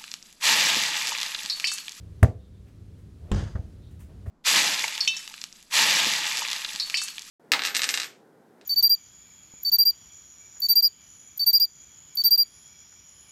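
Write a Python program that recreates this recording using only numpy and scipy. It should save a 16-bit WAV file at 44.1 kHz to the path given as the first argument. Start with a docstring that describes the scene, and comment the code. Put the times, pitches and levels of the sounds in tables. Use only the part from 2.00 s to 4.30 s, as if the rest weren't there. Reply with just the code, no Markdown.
"""A hard, close football kick, a swish and shudder as the ball lands on a small goal, two lawn bounces.
Each blow is a low thump, a slap of the skin and a ring of the air inside; fence and house throw it back.
The net snaps taut, swishes and tugs its frame into ringing.
Shoes brush the grass; faint chirps and soft rustles sit over a low outdoor rumble."""
import sys
import numpy as np
from scipy import signal
from scipy.fft import rfft, irfft
from scipy.io import wavfile

SR = 44100
rng = np.random.default_rng(int(sys.argv[2]) if len(sys.argv) > 2 else 0)


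def wav_out(sig):
    """Save sig, one row per channel (or a flat mono array), as 16-bit PCM at SR to the path in sys.argv[1]."""
    wavfile.write(sys.argv[1], SR, np.round(np.clip(np.atleast_2d(sig).T, -1, 1) * 32767).astype(np.int16))


N = 101429

# modes of the ball's shell and air: f/Hz, level/dB, t60/s
BALL_MODES = [(170, 10, 0.091), (231.9, 9.5, 0.11), (292.4, -4, 0.244), (426, -3.5, 0.28), (504, -13, 0.49),
              (534, -5, 0.12), (611, -4.5, 0.068), (652, 3, 0.28), (769, 0, 0.19), (1040, -7.5, 0.1),
              (1159, -8.5, 0.25), (1216, -9.5, 0.064), (1445, -17.5, 0.12), (1815, -14, .11)]
GOAL_HIT_S = 1.3163


def kick():
    """Boot on ball: thump, slap, skin crease and ring, echoed by fence, house and far wall."""
    slap_spectrum = [(100, -16), (400, -7), (800, 0.5), (1400, -2), (2100, 1), (2600, -6), (3050, -23),
                     (4200, -30), (7500, -24.5), (11000, -26), (16000, -41.5)]  # boot on skin: f/Hz, level/dB
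    crease_spectrum = [(200, 12.5), (700, 3), (2000, -17.5), (3200, -18), (5500, -20), (6700, -14.5),
                       (7600, -6.5), (8600, -15), (10000, -10), (13000, -16), (16000, -29.5)]  # skin creasing: f/Hz, level/dB
    reflections = [(0.0159, -11, 2300), (0.0554, -19.5, 393), (.122, -30.5, 250)]  # fence, house, far wall: delay/s, level/dB, low-pass/Hz
    start_s = 0.2302
    low = thump(start_s - 0.0038, hz=95.9, attack_s=0.005, hold_s=0.015, t60_s=0.031)
    slap = click(start_s, slap_spectrum)
    slap += undb(-5.5) * click(start_s + 0.00065, slap_spectrum)  # bounced back by the air inside
    direct = undb(-1.5) * low - undb(-8.5) * slap + undb(-29.5) * ring(start_s, BALL_MODES)
    direct += undb(-22) * noise(crease_spectrum) * envelope(start_s - 0.0008, 0.0015, 0, 0.044)
    echoes = sum(undb(db) * delay(lowpass(direct, hz), lag_s) for lag_s, db, hz in reflections)
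    return direct + echoes + undb(-22) * scatter(start_s, low_t60_s=0.24)


def goal_net():
    """The net snaps taut; the sliding ball makes the mesh swish and the cords sing; a clip ticks."""
    snap_events = [(1.3163, -23.5), (1.3232, -38), (1.348, -43), (1.362, -40)]  # strike, then net snaps: t/s, level/dB
    snap_spectrum = [(150, -18), (900, 6), (2000, -6), (3300, -3), (4600, -25.5), (7500, -9),
                     (10000, -27.5), (16000, -34)]  # net snapping: f/Hz, level/dB
    swish_spectrum = [(120, 9), (300, 6.5), (600, 2.5), (900, -1.5), (1700, -0.5), (2400, -12), (3200, -7),
                      (4100, -13.5), (4900, -11.5), (6600, -15), (8500, -21), (11000, -34.5),
                      (16000, -47.5)]  # ball on mesh: f/Hz, level/dB
    cord_spectrum = [(2500, -45), (4400, -12), (4900, 0), (5400, -20), (6500, -3.5), (7200, -22),
                     (12000, -50)]  # singing cords: f/Hz, level/dB
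    snaps = noise(snap_spectrum)
    snaps *= sum(undb(db) * envelope(s, 0.00033, 0, 0.017) for s, db in snap_events)
    swish = noise(swish_spectrum) * undb(1.4 * wander(220)) * envelope(GOAL_HIT_S, 0.006, 0.07, 0.45)
    tick_hz = 5840
    tick_band = [(tick_hz * 0.7, -30), (tick_hz * 0.85, 0), (tick_hz * 1.15, 0), (tick_hz * 1.35, -30)]
    tick = noise(tick_band) * envelope(1.346, 0.001, 0, 0.023)
    cords = noise(cord_spectrum) * envelope(GOAL_HIT_S, 0.052, 0, 0.62)
    return snaps + undb(-37.5) * swish + undb(-40) * tick + undb(-54) * cords


def goal_frame():
    """The frame rings from the hit and thumps at each tug of the net."""
    tug_events = [(1.3126, 85, -21), (1.3335, 71.6, -22.5), (1.3555, 90, -19), (1.3768, 84.4, -22.5),
                  (1.4285, 93.3, -23.5), (1.457, 89, -28.5)]  # net pulling the frame: t/s, f/Hz, level/dB
    frame_modes = [(50.4, 4.5, 0.44), (135.3, -1.5, 0.51), (200.1, 4.5, .33), (249, -9.5, .25),
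                   (335, -9, 0.35), (392, -8.5, 0.32), (446, -17.5, 0.52), (530.5, -13.5, 0.36),
                   (836, -20, 0.24), (1074, -14.5, 0.21)]  # frame resonances: f/Hz, level/dB, t60/s
    tugs = sum(undb(db) * thump(s, hz, 0.0038, 0.0078, 0.082) for s, hz, db in tug_events)
    return tugs + undb(-25.5) * ring(GOAL_HIT_S, frame_modes)


def bounces():
    """Soft landings on turf: thump, pat and ring, with a low echo from the house."""
    # ball on lawn: t/s, thump/Hz, thump/dB, pat/dB, ring/dB, echo delay/s, echo/dB
    landings = [(1.5503, 82, -20.5, -40, -58, 0.041, -24),
                (2.2565, 81.5, -38.5, -50.5, -57, 0.01804, -25.5)]
    pat_spectrum = [(100, 4), (400, 3), (850, -15), (1180, 0), (1550, -2), (1950, -5.5), (2350, -24),
                    (6000, -33.5), (15000, -45)]  # skin on turf: f/Hz, level/dB
    out = np.zeros(N)
    for s, hz, thump_db, pat_db, ring_db, lag_s, echo_db in landings:
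        low = thump(s, hz, attack_s=0.0043, hold_s=0.0079, t60_s=0.048)
        pat = noise(pat_spectrum) * envelope(s + 0.0012, 0.004, 0.0024, 0.059)
        pat += undb(-0.5) * lowpass(scatter(s, low_t60_s=0.35), 3000)
        out += undb(thump_db) * low + undb(echo_db) * delay(low, lag_s)
        out += undb(pat_db) * pat + undb(ring_db) * ring(s + 0.0042, BALL_MODES)
    return out


def scatter(start_s, low_t60_s):
    """Diffuse return from walls and shrubs; the lows last longer."""
    spectrum = [(60, -5.5), (150, 13.5), (300, 7), (700, 5), (1100, -11), (2000, -14.5), (3200, -24),
                (7500, -26), (11000, -36), (16000, -42.5)]  # garden scatter: f/Hz, level/dB
    split_hz, attack_s, high_t60_s = 750, 0.0065, 0.21
    wash = noise(spectrum)
    low = signal.sosfiltfilt(signal.butter(2, split_hz, fs=SR, output="sos"), wash)
    low_tail = low * envelope(start_s, attack_s, 0, low_t60_s)
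    return low_tail + (wash - low) * envelope(start_s, attack_s, 0, high_t60_s)


def scuffs():
    """Shoes and ball brush the grass: an uneven scrape and a hiss of blades."""
    brushes = [(.662, -67, -75), (.975, -73.5, -74), (1.905, -71.5, -71), (1.992, -63, -62),
               (2.259, -63.5, -66.5)]  # grass contacts: t/s, scrape/dB, hiss/dB
    scrape_spectrum = [(300, 0), (1500, 2), (2700, 1.5), (4000, -15), (16000, -42)]  # scrape on turf: f/Hz, level/dB
    hiss_spectrum = [(2000, -26), (7000, 2), (9500, 1.5), (12500, -2), (16000, -3)]  # grass blades: f/Hz, level/dB
    scrape, hiss = noise(scrape_spectrum), noise(hiss_spectrum)
    out = np.zeros(N)
    for s, scrape_db, hiss_db in brushes:
        out += (undb(scrape_db) * scrape + undb(hiss_db) * hiss) * envelope(s, 0.006, 0.016, 0.26)
    return out * undb(2 * wander(170))


def rustles():
    """Soft swells of low noise."""
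    swells = [(1.2, -54.5, 0.1, 0.78), (2.08, -59.5, 0.019, 0.57)]  # rustles: t/s, level/dB, attack/s, t60/s
    spectrum = [(100, -17), (300, 4), (700, 2), (1200, -12.5), (2500, -18.5), (8000, -53)]  # dull rustle: f/Hz, level/dB
    level = sum(undb(db) * envelope(s, attack_s, 0, t60_s) for s, db, attack_s, t60_s in swells)
    return noise(spectrum) * level


def chirps():
    """Faint distant chirps: short bursts of narrow-band noise."""
    calls = [(0.383, 0.041, 3600, -71.5), (0.523, .03, 3500, -75), (1.809, 0.054, 3750, -70.5)]  # chirps: t/s, hold/s, f/Hz, level/dB
    out = np.zeros(N)
    for s, hold_s, hz, db in calls:
        band = [(hz / 2, -50), (hz * 0.8, -16), (hz, 0), (hz * 1.25, -16), (hz * 2, -50)]
        out += undb(db) * noise(band) * envelope(s, 0.023, hold_s, 0.34)
    return out


def rumble():
    """Low outdoor noise, drifting slightly in level."""
    spectrum = [(20, -29), (30, -23), (42, -8), (60, -2), (87, 1), (108, -0.5), (128, -12.5), (165, -9.5),
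                (230, -17), (310, -21.5), (410, -23.5), (600, -33), (887, -41.5), (1300, -41),
                (2200, -45.5), (4000, -46.5), (10700, -53.5), (16000, -62.5)]  # outdoor air: f/Hz, level/dB
    drift = [(0, 0.5), (.2, 0.5), (.5, -1.5), (.9, -1), (1.15, -1), (1.28, 1), (1.7, 1), (1.95, -1),
             (2.12, 0), (2.3, 0.5)]  # rumble drift: t/s, level/dB
    drift_db = np.interp(since(0), *np.array(drift).T)
    return undb(-44 + drift_db) * noise(spectrum)


def thump(start_s, hz, attack_s, hold_s, t60_s):
    """A few low swings of air from a soft impact."""
    return -np.sin(2 * np.pi * hz * since(start_s)) * envelope(start_s, attack_s, hold_s, t60_s)


def ring(start_s, modes):
    """Damped modes set off together, each slightly out of tune."""
    t = since(start_s)
    out = np.zeros(N)
    for hz, db, t60_s in modes:
        amplitude = undb(db) * rng.choice([-1, 1])
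        detuned_hz = hz * (1 + 0.00197 * rng.standard_normal())
        out += amplitude * np.sin(2 * np.pi * detuned_hz * t) * np.exp(-np.log(1000) * t / t60_s)
    return out


def click(start_s, spectrum):
    """One minimum-phase pulse, peak 1."""
    cepstrum = irfft(np.log(bin_gains(spectrum)), N)
    cepstrum[1:N // 2] *= 2
    cepstrum[N // 2:] = 0
    pulse = irfft(np.exp(rfft(cepstrum)), N)
    return delay(pulse / np.abs(pulse).max(), start_s)


def noise(spectrum):
    """Coloured noise, rms 1."""
    x = irfft(rfft(rng.standard_normal(N)) * bin_gains(spectrum), N)
    return x / x.std()


def bin_gains(spectrum):
    """Gain per FFT bin from (f/Hz, level/dB) points."""
    hz, db = np.array(spectrum).T
    bin_hz = np.arange(N // 2 + 1) * SR / N
    return undb(np.interp(np.log(bin_hz + 1), np.log(hz), db))


def envelope(start_s, attack_s, hold_s, t60_s):
    """Linear attack, hold, exponential release."""
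    t = since(start_s)
    release_s = np.maximum(t - attack_s - hold_s, 0)
    return np.minimum(t / attack_s, 1) * np.exp(-np.log(1000) * release_s / t60_s)


def wander(rate_hz):
    """Interpolated random values, spread near 1."""
    return np.interp(since(0) * rate_hz, np.arange(4096), rng.standard_normal(4096))


def since(start_s):
    """Seconds since the start, zero before it."""
    return np.maximum(np.arange(N) / SR - start_s, 0)


def delay(x, lag_s):
    return np.interp(np.arange(N) - np.round(lag_s * SR), np.arange(N), x, left=0)


def lowpass(x, hz):
    return signal.sosfilt(signal.butter(2, hz, fs=SR, output="sos"), x)


def undb(db):
    return 10 ** (np.asarray(db) / 20)


def scene():
    """Ball and goal over the garden background, mono."""
    football = kick() + goal_net() + goal_frame() + bounces()
    garden = rumble() + rustles() + scuffs() + chirps()
    return (football + garden)[None]


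def record(dry):
    """Gentle gain control ducks the mix after loud blows; the top treble is cut."""
    threshold_db, ratio, react_s, release_s, cutoff_hz = -19, 1.23, 0.016, 0.21, 15900
    fall = since(0) / release_s
    log_level = np.log(np.abs(dry[0]) + 1e-9)
    peak = np.exp(np.maximum.accumulate(log_level + fall) - fall)  # decaying peak hold
    duck_db = np.maximum(20 * np.log10(peak) - threshold_db, 0) * (1 - 1 / ratio)
    step = 1 / (react_s * SR)
    ducked = dry * undb(-signal.lfilter([step], [1, step - 1], duck_db))
    return signal.sosfilt(signal.ellip(8, 0.2, 70, cutoff_hz, fs=SR, output="sos"), ducked)


dry = scene()
out = record(dry)
wav_out(out)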